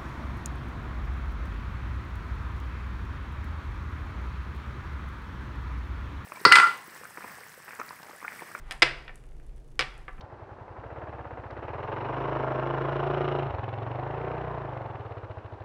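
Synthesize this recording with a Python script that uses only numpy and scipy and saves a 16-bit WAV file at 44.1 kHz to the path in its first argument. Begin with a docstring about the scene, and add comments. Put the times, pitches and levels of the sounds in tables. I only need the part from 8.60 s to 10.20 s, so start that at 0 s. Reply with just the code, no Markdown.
"""Over a low hum and air noise, fingers rub (slowly shaped noise) and tick (bright filtered impulses).
A polished stone then clacks on a wooden desk, lightly and then hard, and rattles down to faint contacts.
It is set down again, rattling to rest in a few contacts; near the end the hand settles with a soft thud.
Each contact is a minimum-phase click; each landing adds decaying desk modes; the heavy ones a low swell.
The quiet room answers with early reflections and a tail that decays at its own rate in each band."""
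import sys
import numpy as np
from scipy import signal
from scipy.fft import rfft, irfft
from scipy.io import wavfile
from scipy.ndimage import uniform_filter1d

SR = 44100
rng = np.random.default_rng(int(sys.argv[2]) if len(sys.argv) > 2 else 0)


def file_out(sig):
    """Save sig as 16-bit WAV at sys.argv[1]."""
    # one column per channel
    cols = np.atleast_2d(sig).T
    # limit, then scale
    lim = np.clip(cols, -1, 1)
    pcm = np.round(lim * 32767).astype(np.int16)
    wavfile.write(sys.argv[1], SR, pcm)


N = 70560  # length in samples (1.6 s)


def amp(db):
    """Level: an amplitude ratio is ten to the power of decibels over twenty."""
    return 10 ** (np.asarray(db) / 20)


def evened(x):
    """Normalisation: dividing by the root mean square gives unit power."""
    return x / np.sqrt(np.mean(x ** 2) + 1e-20)


def read(points, hz, column=1):
    """Spectral envelope: a table column is interpolated along log frequency."""
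    table = np.transpose(points)
    return np.interp(np.log(hz + 1), np.log(table[0] + 1), table[column])


def add(mix, start_s, sound):
    """Superposition: a sound is summed into the mix, in place, from its start time."""
    part = mix[round(start_s * SR):][:len(sound)]
    part += sound[:len(part)]


def ring(x, response):
    """Linear response: a sound is convolved with an impulse response."""
    return signal.fftconvolve(x, response)[:N]


def click(colour, cut_hz=SR, size=2048):
    """Minimum phase: the Hilbert transform of log gain gives the phase of a causal click."""
    hz = abs(np.fft.fftfreq(size, 1 / SR))
    softening = np.sqrt(1 + (hz / cut_hz) ** 8)  # a softer contact has a lower cut-off
    log_gain = np.log(amp(read(colour, hz)) / softening)
    spectrum = np.exp(np.conj(signal.hilbert(log_gain)))
    return np.fft.ifft(spectrum).real


def noise(colour):
    """Filtered noise: white noise is weighted by a spectral envelope and set to rms 1."""
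    gain = amp(read(colour, np.fft.rfftfreq(N, 1 / SR)))
    return evened(irfft(rfft(rng.standard_normal(N)) * gain, N))


def dying(t, t60):
    """Exponential decay: the amplitude falls by 60 dB in each t60."""
    return np.exp(-np.log(1000) * t / t60)


def scatter(t60, delay_s):
    """Diffuse scattering: decaying impulses of random sign form a response of energy 1."""
    t = np.arange(SR // 2) / SR
    tail = rng.choice([-1., 1.], len(t)) * dying(t, t60) * (t > delay_s)
    return tail / np.linalg.norm(tail)


# Clicks of stone on wood as it rocks to rest.
# Each row: start in seconds, strength in dB, hardness as a cut-off in Hz.
STONE_CONTACTS = [(0.1101, 0, 13000), (0.11095, -15, 12000), (0.11706, -8.5, 7100), (0.1209, -5.5, 7160),
                  (0.2210, 18, 5900), (0.22422, 16.5, 5500), (0.22633, 15, 5030), (0.22694, 14, 8000),
                  (0.22771, 14, 5600), (0.22876, 15.5, 4960), (0.2298, 4, 4500), (0.23123, 19, 4490),
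                  (0.23368, 7, 3800), (0.4796, -8, 3503), (0.48164, -11, 2800), (0.48708, -18.5, 2410),
                  (0.49232, -13.5, 2630), (0.49348, -9.5, 2240), (0.639, -26, 2970), (0.645, -29.5, 2210),
                  (0.719, -30, 3000), (0.799, -22, 2200), (0.894, -32, 4500), (0.933, -34, 2200),
                  (0.98, -33, 4496), (1.1929, 11, 6990), (1.1939, 1.5, 11000), (1.19916, 4, 6160),
                  (1.20122, 2, 5600), (1.2018, -1, 5450), (1.2087, 8.5, 6000), (1.2095, -3, 4400),
                  (1.21528, 3.5, 4500), (1.22054, 1, 4000), (1.2245, 4, 3800), (1.2266, -7, 3400),
                  (1.4810, -5.5, 2500), (1.4842, -11.5, 1900), (1.48501, -6, 1670), (1.4878, -11.5, 1700),
                  (1.4925, -3, 1600), (1.5808, -18, 2230)]
# Spectrum of one bare clack. Each row: frequency in Hz, level in dB.
CLACK_COLOUR = [(40, -50.5), (200, -24), (340, -12), (900, -9), (1500, -4), (2200, 0.5), (3100, -5),
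                (4100, -9), (5100, -7.5), (6500, -18.5), (9000, -14), (12000, -23.5), (16000, -32.5)]
SCATTER_DB, SCATTER_T60_S, SCATTER_DELAY_S = -4, 0.025, 0.00037


def stone(paths=4):
    """Impact excitation: each contact is a click, and successive clicks take different room paths."""
    clacks = np.zeros((paths, N))
    for k, (start_s, db, hard_hz) in enumerate(STONE_CONTACTS):
        add(clacks[k % paths], start_s, amp(db) * click(CLACK_COLOUR, hard_hz))
    total = np.zeros(N)
    for clack in clacks:
        scattered = ring(clack, scatter(SCATTER_T60_S, SCATTER_DELAY_S))
        total += clack + amp(SCATTER_DB) * scattered + room(clack)
    return disperse(total)


# Bands that the wood holds back. Each row: centre frequency in Hz, width in Hz.
WOOD_DISPERSION = [(2250, 2800), (5000, 1200), (9000, 1100)]


def disperse(x):
    """Dispersion: all-pass sections delay some bands, spreading a sharp click into a few swings."""
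    for hz, width_hz in WOOD_DISPERSION:
        radius = np.exp(-np.pi * width_hz / SR)
        poles = [1, -2 * radius * np.cos(2 * np.pi * hz / SR), radius * radius]
        x = signal.lfilter(poles[::-1], poles, x)
    return x


# The stone's weight lands on the desk. Each row: start in seconds, strength in dB, hardness as
# a cut-off in Hz, spot on the desk (rounded to an index 0 to 3; -4 also means spot 0).
DESK_LANDINGS = [(0.11, 1.5, 7000, 0.5), (0.2212, 23.5, 6540, 1), (0.479, -16, 2610, -4),
                 (0.4930, -4, 2100, 0), (1.1929, 13, 6850, 2), (1.4807, -3.5, 2400, 3),
                 (1.581, -10, 1600, 1.5)]
WOOD_ROOM_DB = -1.5  # room response to the ringing wood
BOOM_HZ, BOOM_RISE_S = 136.3, 0.029
BOOM_DB, BOOM_GROWTH = -50, 0.31  # level at strength 0 dB, and dB gained per dB of strength


def landings():
    """Modal excitation: landings ring the desk top; the heavy ones swell a low room resonance."""
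    wood, boom = np.zeros((2, N))
    t = np.arange(SR // 2) / SR
    envelope = t / BOOM_RISE_S * np.exp(1 - t / BOOM_RISE_S)
    swell = envelope * np.sin(2 * np.pi * BOOM_HZ * t)
    flat = [(0, 0), (SR, 0)]
    for start_s, db, hard_hz, spot in DESK_LANDINGS:
        blow = click(flat, hard_hz)
        add(wood, start_s, amp(db) * signal.fftconvolve(blow, desk(round(spot))))
        if db > 6:
            add(boom, start_s, amp(BOOM_DB + BOOM_GROWTH * db) * swell)
    return disperse(wood + amp(WOOD_ROOM_DB) * room(wood)) + boom


# Modes of the desk top. Each row: frequency in Hz, t60 in seconds,
# then the level in dB at spots 0, 1, 2 and 3.
DESK_MODES = [(335, .08, -6.5, 2, 0.5, -12), (400, 0.054, -8.5, -2, -2.5, -16), (506, .08, -2.5, 1, 3.5, 5),
              (700, .06, -10, 1, -6.5, -2), (751, .25, 8, -9.5, 9, 12), (998, .07, -10, -2.5, -4, 2),
              (1163, .09, -12.5, -4, 5.5, 12.5), (1335, .09, 1, 3.5, 8.5, 7), (1539, .06, -0.5, 2, 0.5, 8),
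              (1774, 0.13, 8.5, -2, 5, 8), (1870, .07, 7.5, 4.5, 6, -14), (2039, .07, 1.5, 11.5, -10, 3.5),
              (2282, .08, 7.5, 1.5, 11, -3), (2535, .07, 4.5, 2.5, -1, -6), (2838, .08, 4, 5.5, -10, -7),
              (3350, .08, 3.5, -3.5, 8.5, 2), (4904, .045, -8.5, 1, -11.5, -18)]


def desk(spot):
    """Modal superposition: decaying cosines are weighted by spot; neighbouring modes swing oppositely."""
    t = np.arange(SR // 2) / SR
    response = np.zeros(len(t))
    for k, (hz, t60, *spot_dbs) in enumerate(DESK_MODES):
        gain = (-1) ** k * amp(spot_dbs[spot])
        gain *= 2 * np.log(1000) / (t60 * SR)  # evens out the resonant gain of long and short modes
        response += gain * dying(t, t60) * np.cos(2 * np.pi * hz * t)
    return response


# Light ticks of fingernail and beads. Each row: start in seconds, level in dB.
TICK_EVENTS = [(0.124, -16), (0.1784, -35), (0.198, -32), (0.543, -42), (0.5573, -23), (0.639, -39),
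               (0.657, -42), (0.666, -40), (0.731, -44.5), (0.799, -43.5), (0.866, -36.5), (0.895, -45),
               (0.9624, -38.5), (0.98, -40.5), (1.0795, -41), (1.105, -42.5), (1.3792, -30.5)]
# Spectrum of one tick. Each row: frequency in Hz, level in dB.
TICK_COLOUR = [(300, -29), (2000, -18), (5000, -16), (6800, -3.5), (10000, -0.5), (12500, -13.5),
               (16000, -30.5)]
TICK_RING_DB, TICK_RING_T60_S = -6.5, 0.015


def ticks():
    """Light impact: tiny bright clicks excite a brief diffuse ring."""
    out = np.zeros(N)
    for start_s, db in TICK_EVENTS:
        add(out, start_s, amp(db) * click(TICK_COLOUR))
    return out + amp(TICK_RING_DB) * ring(out, scatter(TICK_RING_T60_S, 0))


# Fingers rubbing. Each row: time in seconds, level in dB.
RUB_LEVEL = [(0, -62), (0.07, -57.5), (0.095, -53.5), (0.125, -44.5), (0.2, -61), (0.5, -62), (0.65, -73),
             (0.98, -75), (1.03, -104), (1.17, -76.5), (1.38, -56), (1.46, -64), (1.6, -60.5)]
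# Spectrum of the rubbing. Each row: frequency in Hz, level in dB.
RUB_SPECTRUM = [(100, -22.5), (500, -1), (800, 7.5), (2100, 1.5), (3500, -10), (6000, -23), (10000, -23.5),
                (16000, -42)]
THUD_S, THUD_HZ, THUD_DB = 1.588, 190, -39  # the hand settles on the desk
THUD_RISE_S, THUD_T60_S = 0.007, 0.15


def hand():
    """Friction and damped oscillation: rubbing is shaped noise, the settling hand a decaying sine."""
    t = np.arange(N) / SR
    out = noise(RUB_SPECTRUM) * amp(np.interp(t, *np.transpose(RUB_LEVEL)))
    envelope = np.minimum(t / THUD_RISE_S, 1) * dying(t, THUD_T60_S)
    add(out, THUD_S, amp(THUD_DB) * envelope * np.sin(2 * np.pi * THUD_HZ * t))
    return out


# Spectrum of bracelet beads and skin. Each row: frequency in Hz, level in dB.
RUSTLE_COLOUR = [(200, -10.5), (1000, -1), (2500, -0.5), (5000, -8), (9000, -8.5), (12000, -18.5),
                 (16000, -32)]
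RUSTLE_PER_S, RUSTLE_SPREAD_DB, RUSTLE_DB = 45, 3.5, -78.5  # mean rate, size spread, rms level


def rustle():
    """Random point process: sparse grains of uneven size make very faint crackles."""
    sizes = amp(RUSTLE_SPREAD_DB * np.minimum(rng.exponential(1, N), 2))
    grains = (rng.random(N) < RUSTLE_PER_S / SR) * sizes
    crackle = ring(grains, click(RUSTLE_COLOUR))
    return amp(RUSTLE_DB) * evened(ring(crackle, scatter(TICK_RING_T60_S, 0)))


# Reverberation of the room. Each row: frequency in Hz, t60 in seconds, level in dB.
ROOM_BANDS = [(129.7, 1, -7), (350, 0.52, -10.5), (850, 0.51, -6.5), (1800, 0.46, -9.5), (3200, .48, -13),
              (5200, .5, -15), (8100, 0.41, -11), (14000, .3, -13.5)]
ROOM_DELAY_S, EARLY_DB, EARLY_T60_S = 0.0063, -11.5, 0.22


def room(x, size=256):
    """Reverberation: early reflections join a diffuse tail with its own decay in each band."""
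    hz, t, bands = signal.stft(rng.standard_normal(SR), SR, nperseg=size)
    t60 = read(ROOM_BANDS, hz)[:, None]
    level = amp(read(ROOM_BANDS, hz, column=2))[:, None]
    energy_scale = np.sqrt(2 * np.log(1000) / (t60 * SR))  # equal energy for any t60
    tail = signal.istft(bands * dying(t, t60) * level * energy_scale, SR, nperseg=size)[1]
    tail = tail * (np.arange(len(tail)) / SR > ROOM_DELAY_S)
    early = scatter(EARLY_T60_S, ROOM_DELAY_S)
    return ring(x, tail) + amp(EARLY_DB) * ring(x, early)


# Rumble and hiss of the room. Each row: frequency in Hz, relative level in dB per Hz.
AIR_COLOUR = [(12, -28.5), (20, 5), (58, -11.5), (70, -21), (130, -23), (198, -31.5), (228, -25.5),
              (270, -28.5), (367, -27), (849, -39.5), (1000, -43), (1220, -45.5), (3630, -56.5),
              (9140, -59.5), (16000, -71)]
AIR_DB = -44.5
# Hum tones. Each row: mean frequency in Hz, rms level in dB.
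HUM_TONES = [(47, -53.5), (118, -62.5), (140, -62)]
HUM_WAVER_HZ, HUM_WAVER_S = 1.5, 0.18  # rms frequency deviation, smoothing time


def background():
    """Frequency modulation: smoothed noise wavers the hum tones over steady coloured noise."""
    out = amp(AIR_DB) * noise(AIR_COLOUR)
    for hz, db in HUM_TONES:
        waver = evened(uniform_filter1d(rng.standard_normal(N), int(HUM_WAVER_S * SR)))
        cycles = np.cumsum(hz + HUM_WAVER_HZ * waver) / SR + rng.random()
        out += amp(db) * evened(np.sin(2 * np.pi * cycles))
    return out


def scene():
    """Superposition: stone, desk, ticks, hand and background add linearly."""
    light = disperse(ticks())
    mix = stone() + landings() + light + room(light) + hand() + rustle() + background()
    return mix[None]


CEILING, EDGE_HZ = 1.05, 16200  # peak amplitude approached, upper band edge


def record(dry):
    """Saturation and band limiting: high peaks are rounded off, then a low-pass filter follows."""
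    rounded = dry / (1 + (dry / CEILING) ** 4) ** (1 / 4)
    low_pass = signal.firwin(511, EDGE_HZ, window=("kaiser", 9), fs=SR)
    return signal.oaconvolve(rounded, low_pass[None], "same")


dry = scene()
out = record(dry)
file_out(out)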